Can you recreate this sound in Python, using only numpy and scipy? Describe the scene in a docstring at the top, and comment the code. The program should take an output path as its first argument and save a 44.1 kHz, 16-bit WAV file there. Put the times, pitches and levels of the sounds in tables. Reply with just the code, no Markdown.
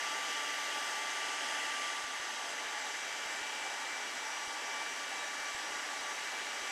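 """Hair dryer on a wooden board

A handheld dryer blows steadily, close up and in mono. Air rushes through the resonant housing and
the fan whines faintly on multiples of its shaft speed. After two seconds the nozzle tilts down to
the board: the rush softens and the fan slows a little. From two seconds on, the sound also skips
about six times a second, like choppy audio, with faint low bumps and now and then a tiny tick."""
import sys
import numpy as np
from scipy import signal
from scipy.fft import rfft, irfft, next_fast_len
from scipy.io import wavfile
from scipy.ndimage import uniform_filter1d, map_coordinates

SR = 44100
rng = np.random.default_rng(int(sys.argv[2]) if len(sys.argv) > 2 else 0)


def unload_audio(sound):
    """Save the sound as a 16-bit wav file, at the path given as the first command line argument."""
    columns = np.transpose(np.atleast_2d(sound))
    # keep every value between -1 and 1, then stretch to whole-number steps
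    steps = np.round(np.clip(columns, -1, 1) * 32767)
    wavfile.write(sys.argv[1], SR, steps.astype(np.int16))


N = 295911

# fan speed, easing off as the nozzle tilts: (time [s], speed [turns/s])
SHAFT_SPEED = [(0.0, 293.1), (1.9, 293.1), (2.15, 292.3), (2.85, 291.0), (3.75, 291.1), (4.5, 289.9),
               (4.9, 290.8), (6.1, 289.7), (6.71, 290.3)]
SKIP_FROM_S = 2.04


def rush(tilt, trim_db, flutter_db):
    """Turbulent air through the fan and housing; its colour follows the tilt of the nozzle."""
    # strength of the air stream: (time [s], level before trim [dB])
    flow = [(0.05, -37.5), (1.86, -37.5), (2.04, -39.5), (4.2, -40), (6.71, -39.5)]
    eddies = blade_chop(turbulence(patchy_db=0.68), first_turn=0.049, later_turns=0.048)
    eddies = room(eddies, wet_db=-18, t60=.15)
    upright = unit(filtered(eddies, lambda hz: air_colour(hz, 0)))
    tilted = unit(filtered(eddies, lambda hz: air_colour(hz, 1)))
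    level_db = curves(flow)[0] + trim_db + flutter_db * wobble(13)
    return amp(level_db) * ((1 - tilt) * upright + tilt * tilted)


def turbulence(patchy_db):
    """Eddies: white noise whose bands swell and sink in small random patches."""
    spectrum = signal.stft(rng.standard_normal(N), nperseg=512)[2]
    patches = uniform_filter1d(rng.standard_normal(spectrum.shape), size=8, axis=0)  # across pitch
    patches = uniform_filter1d(patches, size=20, axis=1)  # across time
    return signal.istft(spectrum * amp(patchy_db * unit(patches)), nperseg=512)[1][:N]


def blade_chop(eddies, first_turn, later_turns):
    """The blades cut each eddy again on the next turns, so a little noise repeats at the shaft period."""
    speed, = curves(SHAFT_SPEED)
    one, two, three = (map_coordinates(eddies, [np.arange(N) - turns * SR / speed])
                       for turns in (1, 2, 3))
    return eddies + first_turn * one + later_turns * (two + three)


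def air_colour(hz, pose):
    """Gain of the jet's spectrum lifted by the housing's resonances; pose 0 is upright, 1 tilted."""
    # spectrum of the jet: (frequency [Hz], upright level [relative dB], tilted level [relative dB])
    jet = [(50, -44, -45), (100, -31.5, -31), (183, -18, -19.5), (262, -10, -10.5), (484, -5, -6.5),
           (1070, -6, -5), (1320, 1, -1.5), (2450, -5.5, -6), (3440, -8, -10), (5810, -6.5, -8),
           (8230, -11, -15), (9140, -16.5, -20.5), (12400, -26, -27.5), (15400, -46, -45)]
    # housing and nozzle resonances: (centre [Hz], width [Hz], upright lift [dB], tilted lift [dB])
    resonances = [(344, 50, 1, 1.5), (410, 25, 2, 3), (614, 49, 5, 4), (693, 65, 6, 3.5), (776, 35, 2.5, 3),
                  (858, 116, 11.5, 8), (994, 71, 3.5, 3.5), (1460, 56, 0, 1.5), (1562, 110, 3, 2.5),
                  (1728, 184, 3.5, 4.5), (2014, 314, 9, 6.5), (2702, 206, 6.5, 4), (2903, 133, 7.5, 5.5),
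                  (3240, 386, 9.5, 6), (3833, 87, 4.5, 7), (4980, 180, 4, 2.5), (6390, 450, 4, 2.5),
                  (7560, 98, 1.5, 6.5), (7870, 300, 1.5, 5), (9750, 460, 4, 4), (10750, 600, -3, 0)]
    points_hz, *jet_db = np.transpose(jet)
    db = np.interp(np.log(hz + 1), np.log(points_hz), jet_db[pose])
    for centre_hz, width_hz, *lift_db in resonances:
        db += lift_db[pose] * np.exp(-2 * ((hz - centre_hz) / width_hz) ** 2)
    return amp(db)


def fan(tilt, skips, sag_db=(2, 10.4), sag_s=.02, wander_hz=.12):
    """Tones on multiples of one shaft's speed; the main whine sags at every skip after the first."""
    # the three strong tones, whose levels shift as the hand moves, each: (time [s], level [dB])
    whine = [(0, -46.5), (1.55, -48), (1.85, -44), (1.9, -44), (1.927, -51), (1.96, -46), (2.04, -46.5),
             (2.14, -49.5), (2.42, -49), (2.55, -53), (2.76, -50), (3.02, -60), (3.25, -52), (3.55, -60),
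             (3.8, -52.5), (3.98, -55), (4.4, -52.5), (4.75, -49), (5.0, -51.5), (5.17, -50.5),
             (5.48, -50.5), (5.8, -51.5), (6.1, -48.5), (6.38, -56), (6.48, -51), (6.58, -55),
             (6.71, -48.5)]
    octave = [(0, -53), (1.05, -53), (1.75, -53.5), (2.0, -53), (2.07, -61), (2.3, -66), (2.62, -55),
              (2.85, -54), (3.1, -51.5), (3.68, -48.5), (3.79, -55), (3.89, -47.5), (4.05, -51.5),
              (4.32, -50), (4.4, -56), (4.46, -53), (4.62, -54), (4.71, -48), (4.89, -47.5), (5.0, -56),
              (5.15, -49.5), (5.36, -51), (5.5, -48), (5.6, -57), (5.95, -54), (6.1, -55.5), (6.38, -50),
              (6.56, -54), (6.71, -48)]
    high_whistle = [(0, -56), (1.55, -62), (2.05, -65), (2.45, -64), (2.7, -57), (2.94, -59), (3.03, -54),
                    (3.12, -61), (3.7, -59), (3.87, -64), (3.97, -53.5), (4.08, -62), (4.34, -51.5),
                    (4.62, -58), (4.71, -51.5), (4.83, -60), (4.92, -52.5), (5.04, -63), (5.45, -55.5),
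                    (5.55, -58), (5.8, -52.5), (5.88, -60), (6.1, -56), (6.37, -60), (6.71, -57)]
    # weaker fan and motor tones: (order [x shaft speed], upright level [dB], tilted level [dB])
    weak_tones = [(1, -67, -79), (3, -58.5, -66.5), (5, -57, -58), (12, -70, -72), (16, -64, -67.5),
                  (25, -74, -83), (28, -77, -69), (35, -90, -75)]
    t = np.arange(N) / SR
    speed, = curves(SHAFT_SPEED)
    angle = 2 * np.pi * np.cumsum(speed + wander_hz * wobble(25)) / SR
    dips_db = sum(rng.uniform(*sag_db) * np.exp(-((t - s) / sag_s) ** 2) for s in skips[1:])
    motor_whistle_db = -74 - 11 * np.maximum(t - .65, 0)  # holds, then fades 11 dB a second
    tones = amp(curves(whine)[0] - dips_db) * fan_tone(angle, tilt, skips, order=4)
    tones += amp(curves(octave)[0]) * fan_tone(angle, tilt, skips, order=8)
    tones += amp(curves(high_whistle)[0]) * fan_tone(angle, tilt, skips, order=20)
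    tones += amp(motor_whistle_db) * fan_tone(angle, tilt, skips, order=45)
    for order, upright_db, tilted_db in weak_tones:
        tones += amp(upright_db + tilt * (tilted_db - upright_db)) * fan_tone(angle, tilt, skips, order)
    return tones


def fan_tone(angle, tilt, skips, order, jump_rad=1.3, jump_share=.6):
    """One fluttering shaft order at rms about 1; its phase jumps at many of the skips."""
    roughness = np.interp(tilt, [0, 1], [.09, .16])
    flutter = 1 + roughness * (wobble(36) + 1j * wobble(36))
    steps = rng.standard_normal(len(skips) + 1) * (rng.random(len(skips) + 1) < jump_share)
    jumps = jump_rad * np.cumsum(steps)[np.searchsorted(skips, np.arange(N) / SR)]
    carrier = np.exp(1j * (order * angle + jumps + 2 * np.pi * rng.random()))
    return np.sqrt(2) * np.real(flutter * carrier) / np.sqrt(1 + 2 * roughness ** 2)


def skip_times(period_s, scatter_s):
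    """The nearly even beat on which the sound skips, like choppy audio."""
    beats = np.arange(SKIP_FROM_S, N / SR, period_s)
    return beats + scatter_s * rng.standard_normal(len(beats))


def noise_swells(ramp_s):
    """Bands of hiss and hollow blowing that rise and fade, plus breathy whistles on two high fan tones."""
    # swelling noise bands: (start [s], end [s], centre [Hz], width [Hz], level [dB])
    bands = [(-0.2, 1.1, 11700, 700, -72), (1.42, 2.08, 10000, 450, -68), (1.4, 2.12, 10266, 30, -70.5),
             (2.0, 3.1, 6250, 380, -59), (2.3, 3.95, 3080, 324, -56), (2.662, 2.98, 853, 60, -50.5),
             (3.05, 4.05, 7500, 200, -65), (3.2, 3.952, 857, 82, -52.5), (3.85, 5.95, 5805, 60, -63),
             (4.097, 4.92, 870, 98, -52.5), (5.12, 5.723, 1740, 120, -51)]
    t = np.arange(N) / SR
    out = np.zeros(N)
    for start, end, centre_hz, width_hz, db in bands:
        band = filtered(rng.standard_normal(N), lambda hz: np.exp(-((hz - centre_hz) / width_hz) ** 2))
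        envelope = np.clip(np.minimum(t - start, end - t) / ramp_s, 0, 1)
        out += amp(db) * envelope * unit(band)
    return out


def bumps(decay_s, faint_count, faint_db, scatter_db):
    """Low bumps, short pushes of either sign: stronger ones around the skips, faint ones at random."""
    # the stronger bumps: (time [s], peak [dB])
    strong = [(2.044, -50), (2.2, -53), (2.493, -59), (2.661, -59), (2.803, -59), (2.96, -59), (3.116, -59),
              (3.261, -55), (3.416, -51), (3.924, -57), (4.18, -59), (4.478, -49), (4.939, -57),
              (5.108, -60), (5.397, -54), (5.55, -47), (5.709, -57), (5.757, -59), (6.01, -57),
              (6.577, -59), (6.623, -52)]
    faint_times = rng.uniform(SKIP_FROM_S, N / SR, faint_count)
    faint_peaks = rng.normal(faint_db, scatter_db, faint_count)
    t = np.arange(N) / SR
    out = np.zeros(N)
    for s, db in [*strong, *zip(faint_times, faint_peaks)]:
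        near = np.abs(t - s) < .02
        push = np.exp(-np.abs(t[near] - s) / (decay_s * rng.lognormal(0, .15)))
        out[near] += rng.choice([-1, 1]) * amp(db) * push
    return out


def ticks():
    """A few skips leave a tiny sharp tick, heard only above the hiss."""
    # one-sample clicks: (time [s], level [dB])
    clicks = [(2.0328, -40), (2.4902, -39), (2.8025, -38), (2.9497, -39), (3.26, -40), (3.5623, -41),
              (4.9362, -43), (5.0913, -36), (6.0087, -40), (6.4662, -41)]
    out = np.zeros(N)
    for s, db in clicks:
        out[round(s * SR)] = amp(db)
    return out


def room(x, wet_db, t60):
    """Nearby walls answer after 4 ms and ripple the spectrum."""
    t = np.arange(SR // 4) / SR
    tail = rng.standard_normal(len(t)) * amp(-60 * t / t60) * (t > .004)
    return x + amp(wet_db) * signal.fftconvolve(x, tail / np.linalg.norm(tail))[:N]


def amp(db):
    """Decibels to gain."""
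    return 10 ** (np.asarray(db) / 20)


def unit(x):
    """Scale to rms 1."""
    return x / np.sqrt(np.mean(x ** 2) + 1e-20)


def curves(rows):
    """Breakpoints to automation: one value per sample for each column after the time."""
    times, *columns = np.transpose(rows)
    return [np.interp(np.arange(N) / SR, times, column) for column in columns]


def wobble(rate):
    """A smooth random curve, rate knots a second."""
    knots = rng.standard_normal(int(N * rate / SR) + 4)
    smooth = signal.resample(knots, 8 * len(knots))
    return np.interp(np.arange(N) * rate / SR, np.arange(len(smooth)) / 8, smooth)


def filtered(x, response):
    """Equalise x by a gain given as a function of frequency."""
    size = next_fast_len(N + SR // 2)
    return irfft(rfft(x, size) * response(np.fft.rfftfreq(size, 1 / SR)), size)[..., :N]


def scene():
    """The dryer tilting down to the board, alike in both channels."""
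    # lean of the nozzle: (time [s], tilt [0 upright, 1 onto the board])
    nozzle_tilt = [(0, 0), (1.88, 0), (2.1, 0.55), (2.9, 1), (6.71, 1)]
    tilt, = curves(nozzle_tilt)
    skips = skip_times(period_s=.1526, scatter_s=.003)
    mono = rush(tilt, trim_db=-0.65, flutter_db=0.16) + noise_swells(ramp_s=0.1) + fan(tilt, skips)
    mono += bumps(decay_s=0.00077, faint_count=36, faint_db=-66, scatter_db=1.5)
    mono += ticks()
    return np.array([mono, mono])


def record(dry):
    """A brick-wall low-pass takes off the very top of the hiss."""
    return filtered(dry, lambda hz: hz < 15720)


dry = scene()
out = record(dry)
unload_audio(out)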